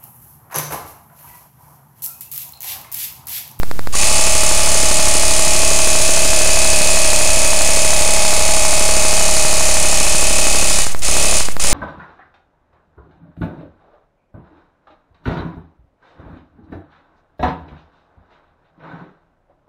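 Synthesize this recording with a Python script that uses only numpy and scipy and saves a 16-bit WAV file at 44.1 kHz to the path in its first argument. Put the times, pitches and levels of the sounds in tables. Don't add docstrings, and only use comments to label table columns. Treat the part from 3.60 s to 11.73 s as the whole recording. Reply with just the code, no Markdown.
import sys
import numpy as np
from scipy import signal
from scipy.fft import rfft, irfft, next_fast_len
from scipy.io import wavfile

SR = 44100
rng = np.random.default_rng(int(sys.argv[2]) if len(sys.argv) > 2 else 0)


def int16_out(signal):
    q = np.round(np.clip(np.atleast_2d(signal).T, -1, 1) * 32767)
    wavfile.write(sys.argv[1], SR, q.astype(np.int16))


N = 358533


def gain_of(db):
    return 10 ** (np.asarray(db) / 20)


def evened(x):
    return x / np.sqrt(np.mean(x ** 2) + 1e-20)


def read(points, hz):
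    f, value = np.transpose(points)
    return np.interp(np.log(hz + 1), np.log(f + 1), value)


def follow(points, t):
    return np.interp(t, *np.transpose(points))


def colour(x, gains):
    size = next_fast_len(N)
    hz = np.fft.rfftfreq(size, 1 / SR)
    return irfft(rfft(x, size) * gains(hz), size)[:N]


def drift(t, top_hz, low_hz=0.118):
    hz = np.geomspace(low_hz, top_hz, num=12)[:, None]
    coarse = t[::256]
    waves = np.sin(2 * np.pi * (hz * coarse + rng.random(hz.shape))) / np.sqrt(hz)
    return np.interp(t, coarse, evened(waves.sum(0)))


# f/Hz, level/dB (per Hz)
ROOM_COLOUR = [(15, 1), (40, 0.5), (100, -6.5), (200, -15), (500, -24), (1000, -27.5), (3000, -31),
               (15000, -31.5)]
ROOM_DB = -30.5


def room():
    noise = colour(rng.standard_normal(N), lambda hz: gain_of(read(ROOM_COLOUR, hz)) * (hz > 3))
    return gain_of(ROOM_DB) * evened(noise)


# on t/s, off t/s, share of full clatter and hum at once, rise time t/s
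POWER_RUNS = [(.324, 7.2, .1, 0.043), (7.42, 7.775, 0.35, 0.036), (7.996, 9, 0.4, 0.03)]


def powered(t, kick, rise_s, coast):
    kicks = np.broadcast_to(kick, len(POWER_RUNS))
    rises = np.broadcast_to(rise_s, len(POWER_RUNS))
    runs = []
    for (on, off, *_), at_once, rise in zip(POWER_RUNS, kicks, rises):
        risen = 1 - (1 - at_once) * np.exp(-np.maximum(t - on, 0) / rise)
        runs.append((t > on) * risen * coast(np.maximum(t - off, 0)))
    return np.max(runs, axis=0)


# t/s, f/Hz (turns per second)
CRANK_SPEED = [(.42, 36.22), (.55, 35.56), (1.0, 35.58), (1.5, 35.45), (2.0, 35.35), (2.5, 35.42),
               (2.9, 35.23), (3.3, 34.89), (3.8, 34.93), (4.4, 34.79), (5.0, 34.92), (5.6, 34.93),
               (6.0, 34.77), (6.5, 34.51), (7.0, 34.96), (7.19, 34.1), (7.5, 35.3), (7.76, 35.1)]
# t/s, lost t/s, crank turns missed
LOST_SOUND = [(2.42, .0212, .76), (6.44, .0201, .75), (7.42, .0201, .22)]
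FULL_HZ = 35.1
START_TURNS = .5
KICK, SPIN_UP_S, COAST_S = .4, .03, .085


def crank(t):
    speed = follow(CRANK_SPEED, t) * powered(t, KICK, SPIN_UP_S, lambda s: np.exp(-s / COAST_S))
    missed_turns = sum(missed * (t > s) for s, _, missed in LOST_SOUND)
    return speed, START_TURNS + np.cumsum(speed) / SR + missed_turns


COAST_DB_PER_S, COAST_KNEE_S = 146, 0.028


def motor_effort(t):
    kicks, rises = np.transpose(POWER_RUNS)[2:]

    def fade(s):
        return gain_of(-COAST_DB_PER_S * s ** 2 / (s + COAST_KNEE_S))
    return powered(t, np.clip(kicks, 0, 1), rises, fade)


# f/Hz, level/dB (per Hz)
BODY_COLOUR = [(150, -30), (500, -9.5), (950, -11), (1150, -7.5), (1590, -11.5), (2100, -4.5), (2720, -6),
               (3440, -7), (4880, -2.5), (5820, -3), (6300, 1.2), (6940, 2.2), (8080, -1.5), (9510, 1.7),
               (10300, -5.5), (12300, -17.5), (15600, -22.5)]
# f/Hz, width f/Hz, level/dB
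HOUSING_PEAKS = [(447, 92, -10), (622, 140, -3.5), (840, 175, -4.5), (1170, 170, -6), (2202.3, 36, -20),
                 (2567, 120, -0.5), (2947, 62, -1.5), (4530, 82, -3.5), (5380, 150, -10), (7270, 65, -24)]


def body(hz):
    peaks = sum(gain_of(db) ** 2 / (1 + (2 * (hz - f) / width) ** 2) ** 2
                for f, width, db in HOUSING_PEAKS)
    return np.sqrt(gain_of(read(BODY_COLOUR, hz)) ** 2 + peaks)


# t/s, length t/s, rms level/dB at the start
VALVE_PUFFS = [(7.316, 0.015, -27), (7.39, 0.0055, -27), (7.853, 0.0099, -33), (7.912, 0.015, -30.5)]
PUFF_LOW_HZ = 4500


def puffs(t):
    air = colour(rng.standard_normal(N), lambda hz: body(hz) / (1 + (PUFF_LOW_HZ / (hz + 1)) ** 4))
    shape = sum(gain_of(db) * (t > s) / (1 + ((t - s) / length) ** 4) for s, length, db in VALVE_PUFFS)
    return evened(air) * shape


# t/s, starting level/dB before the soft attack, f/Hz
SHORT_RINGS = [(0.34, -13, 1130), (.386, -20, 4500), (7.994, -22, 1129)]
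RING_T60 = .045


def short_rings(t):
    out = np.zeros(N)
    for s, db, hz in SHORT_RINGS:
        age = np.maximum(t - s, 0)
        attack = 1 - np.exp(-age / 0.0018)
        out += gain_of(db - 60 * age / RING_T60) * attack * np.sin(2 * np.pi * hz * age)
    return out


# t/s, level/dB at the strike
TAP_LEVEL = [(.4, -24), (2.5, -24), (3, -10.5), (4.6, -13), (6.1, -27), (8, -24)]
KNOCK_HZ, KNOCK_T60 = 4190, 0.0055
KNOCK_TURNS = .17


def knock(t, turns, effort):
    at = np.flatnonzero(np.diff(np.floor(turns - KNOCK_TURNS)) > 0)
    tap_db = follow(TAP_LEVEL, t[at]) + 2.6 * rng.standard_normal(len(at))
    taps, age = np.zeros(N), t[:600]
    taps[at] = effort[at] * gain_of(tap_db)
    ring = gain_of(-60 * age / KNOCK_T60) * np.sin(2 * np.pi * KNOCK_HZ * age)
    return signal.oaconvolve(taps, ring)[:N]


# t/s, rms level/dB
WHINE_LEVEL = [(.44, -25), (1.06, -27), (3.11, -24), (5.42, -24.5), (6.2, -26.5), (6.6, -29), (6.79, -26.5),
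               (7.16, -30.5), (7.7, -26.5)]
MESH = 18
WHINE_RISE_S, WHINE_COAST_DB_PER_S = 0.094, 130
FOURTH_DB, FOURTH_FADE_DB_PER_S = -1.5, 3.8


def whine(t, turns, speed):
    swell = 1 + 0.33 * np.cos(2 * np.pi * (turns - .62))
    bend = 0.51 * np.sin(2 * np.pi * (turns + 0.12))
    size = gain_of(follow(WHINE_LEVEL, t)) / (1 + ((speed - FULL_HZ) / 4) ** 2)
    size = size * powered(t, 0, WHINE_RISE_S, lambda s: gain_of(-WHINE_COAST_DB_PER_S * s))
    angle = 2 * np.pi * (MESH * turns + 0.0068 * drift(t, 2.4)) + bend
    fourth = gain_of(FOURTH_DB - FOURTH_FADE_DB_PER_S * t) * np.cos(4 * angle)
    return np.sqrt(2) * size * swell * (np.cos(angle) + fourth)


# cycles per turn (rounded when played), rms level/dB before the pump mix, change level/dB as the tank fills
CRANK_ORDERS = [(1, -29, 1.5), (2, -32, -1), (3, -43, -2), (4, -40.5, -0.5), (5, -39, 0.5), (6, -45, 13),
                (7, -43, 0), (9, -40, -3.5), (10, -41.5, 7), (11, -40.5, 4.5), (13, -51, 33), (15, -47, 26),
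                (16, -42.5, -2), (22, -46.5, 12), (23, -39.5, 2), (24, -33.5, -0.5), (26, -41, -1),
                (31, -45, -12), (33, -43.5, 3), (63.05, -43.5, 15), (69.46, -33, -2), (72.94, -35, -8)]
TUNED_HZ = 1.2


def hum(t, turns, speed):
    out, filling = np.zeros(N), t / t[-1] - .5
    tuned = 1 / (1 + ((speed - FULL_HZ) / TUNED_HZ) ** 2)
    for order, db, change_db in CRANK_ORDERS:
        k = round(order)
        start, waver = rng.random(), drift(t, 3)
        size = gain_of(db + change_db * filling)
        if k < 6:
            sign = 1 if k < 4 else -1
            out += sign * size * np.cos(2 * np.pi * k * turns)
        else:
            wave = np.cos(2 * np.pi * (k * turns + start + 0.046 * waver))
            out += tuned * size * gain_of(1.5 * waver) * wave
    return np.sqrt(2) * out


# delay t/s, level/dB
EARLY_ECHOES = [(.0031, -23), (.0052, -19.5), (.0087, -21), (0.0122, -20.5)]


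def echoed(x):
    return x + sum(gain_of(db) * np.r_[np.zeros(round(s * SR)), x][:N] for s, db in EARLY_ECHOES)


# f/Hz, share of power
REPEAT_SHARE = [(1000, .65), (3000, .6), (5500, .4), (7000, .2), (11000, .1)]
# depth level/dB at full speed, loudest angle in turns
THROB_BEATS = [(1.47, 0.36), (2.5, 0.19), (1.5, 0.15)]
# f/Hz, share of the sound that throbs in full
BURST_SHARE = [(3000, 0), (4500, .3), (6500, 1), (10000, 1), (13000, .6)]
PATTERN_S, PATTERN_STEPS = 1.2, 1024


def clatter(t, turns, speed):
    patterns = rng.standard_normal((int(t[-1] / PATTERN_S) + 2, PATTERN_STEPS))
    age = t / PATTERN_S
    older, angle = age.astype(int), (turns % 1 * PATTERN_STEPS).astype(int)
    knocks = sum(np.cos(np.pi / 2 * (age % 1 - step)) * patterns[older + step, angle] for step in (0, 1))
    alike = colour(knocks, lambda hz: np.sqrt(read(REPEAT_SHARE, hz)))
    hiss = colour(rng.standard_normal(N), lambda hz: np.sqrt(1 - read(REPEAT_SHARE, hz)))

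    throb_db = sum(db * np.cos(2 * np.pi * k * (turns - at)) for k, (db, at) in enumerate(THROB_BEATS, 1))
    throb_db = throb_db * (1 + 0.17 * np.clip(1 - speed / FULL_HZ, 0, 1))
    drive = gain_of(0.14 * drift(t, 30, low_hz=3)) * (alike + hiss)
    bursts = colour(evened(gain_of(throb_db)) * drive,
                    lambda hz: body(hz) * read(BURST_SHARE, hz))
    steadier = colour(evened(gain_of(0.32 * throb_db)) * drive,
                      lambda hz: body(hz) * (1 - read(BURST_SHARE, hz)))
    return evened(echoed(bursts + steadier))


# t/s, rms level/dB
PUMP_LEVEL = [(.44, -14), (.62, -15), (2.84, -15), (3.03, -14.5), (4.3, -15.5), (5.5, -15.5), (6.3, -15.5),
              (7.6, -15.5), (8.1, -15.5)]
HUM_DB = 14.5


def scene():
    t = np.arange(N) / SR
    speed, turns = crank(t)
    effort = motor_effort(t)
    power = gain_of(follow(PUMP_LEVEL, t)) * effort
    background = room() + puffs(t) + short_rings(t) + knock(t, turns, effort) + whine(t, turns, speed)
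    pump = gain_of(HUM_DB) * hum(t, turns, speed) + clatter(t, turns, speed)
    return (background + power * pump)[None]


# t/s, length of a tick in ms
CLOCK_TICK = [(0, .9967), (1.7, .9952), (3, .9946), (5.7, .99455), (6.5, .9939)]
FIRST_GAP_S, TICKS_PER_GAP, TICK_PHASE = .0329, 80.375, .8


def gap_times():
    ticks = np.floor(TICKS_PER_GAP * np.arange(110) + TICK_PHASE)
    tick_s = follow(CLOCK_TICK, ticks[1:] / 1000) / 1000
    times = FIRST_GAP_S + np.r_[0, np.cumsum(np.diff(ticks) * tick_s)]
    for s, lost_s, _ in LOST_SOUND:
        times = np.r_[times[times < s], times[times > s + lost_s] - lost_s]
    return times


GAP_S, LATE_S, CATCH_UP_S = 14.6 / SR, .001, .0478
OFFSET, EDGE_HZ = .418, 15700


def record(dry):
    t, gaps = np.arange(N) / SR, gap_times()
    next_gap = np.searchsorted(gaps, t)
    since = t - np.r_[-1, gaps][next_gap]
    until = np.r_[gaps, 99][next_gap] - t
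    late = np.round(LATE_S * SR) * (since < CATCH_UP_S)
    shifted = dry[:, np.maximum(np.arange(N) - late.astype(int), 0)] + OFFSET
    nearest = np.minimum(since, until)
    muted = shifted * np.clip((nearest - GAP_S / 2) * SR + .5, 0, 1)
    overloaded = np.clip(muted, -1, .97)
    padded = np.pad(overloaded, ((0, 0), (255, 255)), "edge")
    low_pass = signal.firwin(511, EDGE_HZ, window=("kaiser", 9), fs=SR)
    return signal.oaconvolve(padded, low_pass[None], "valid")


dry = scene()
out = record(dry)
int16_out(out)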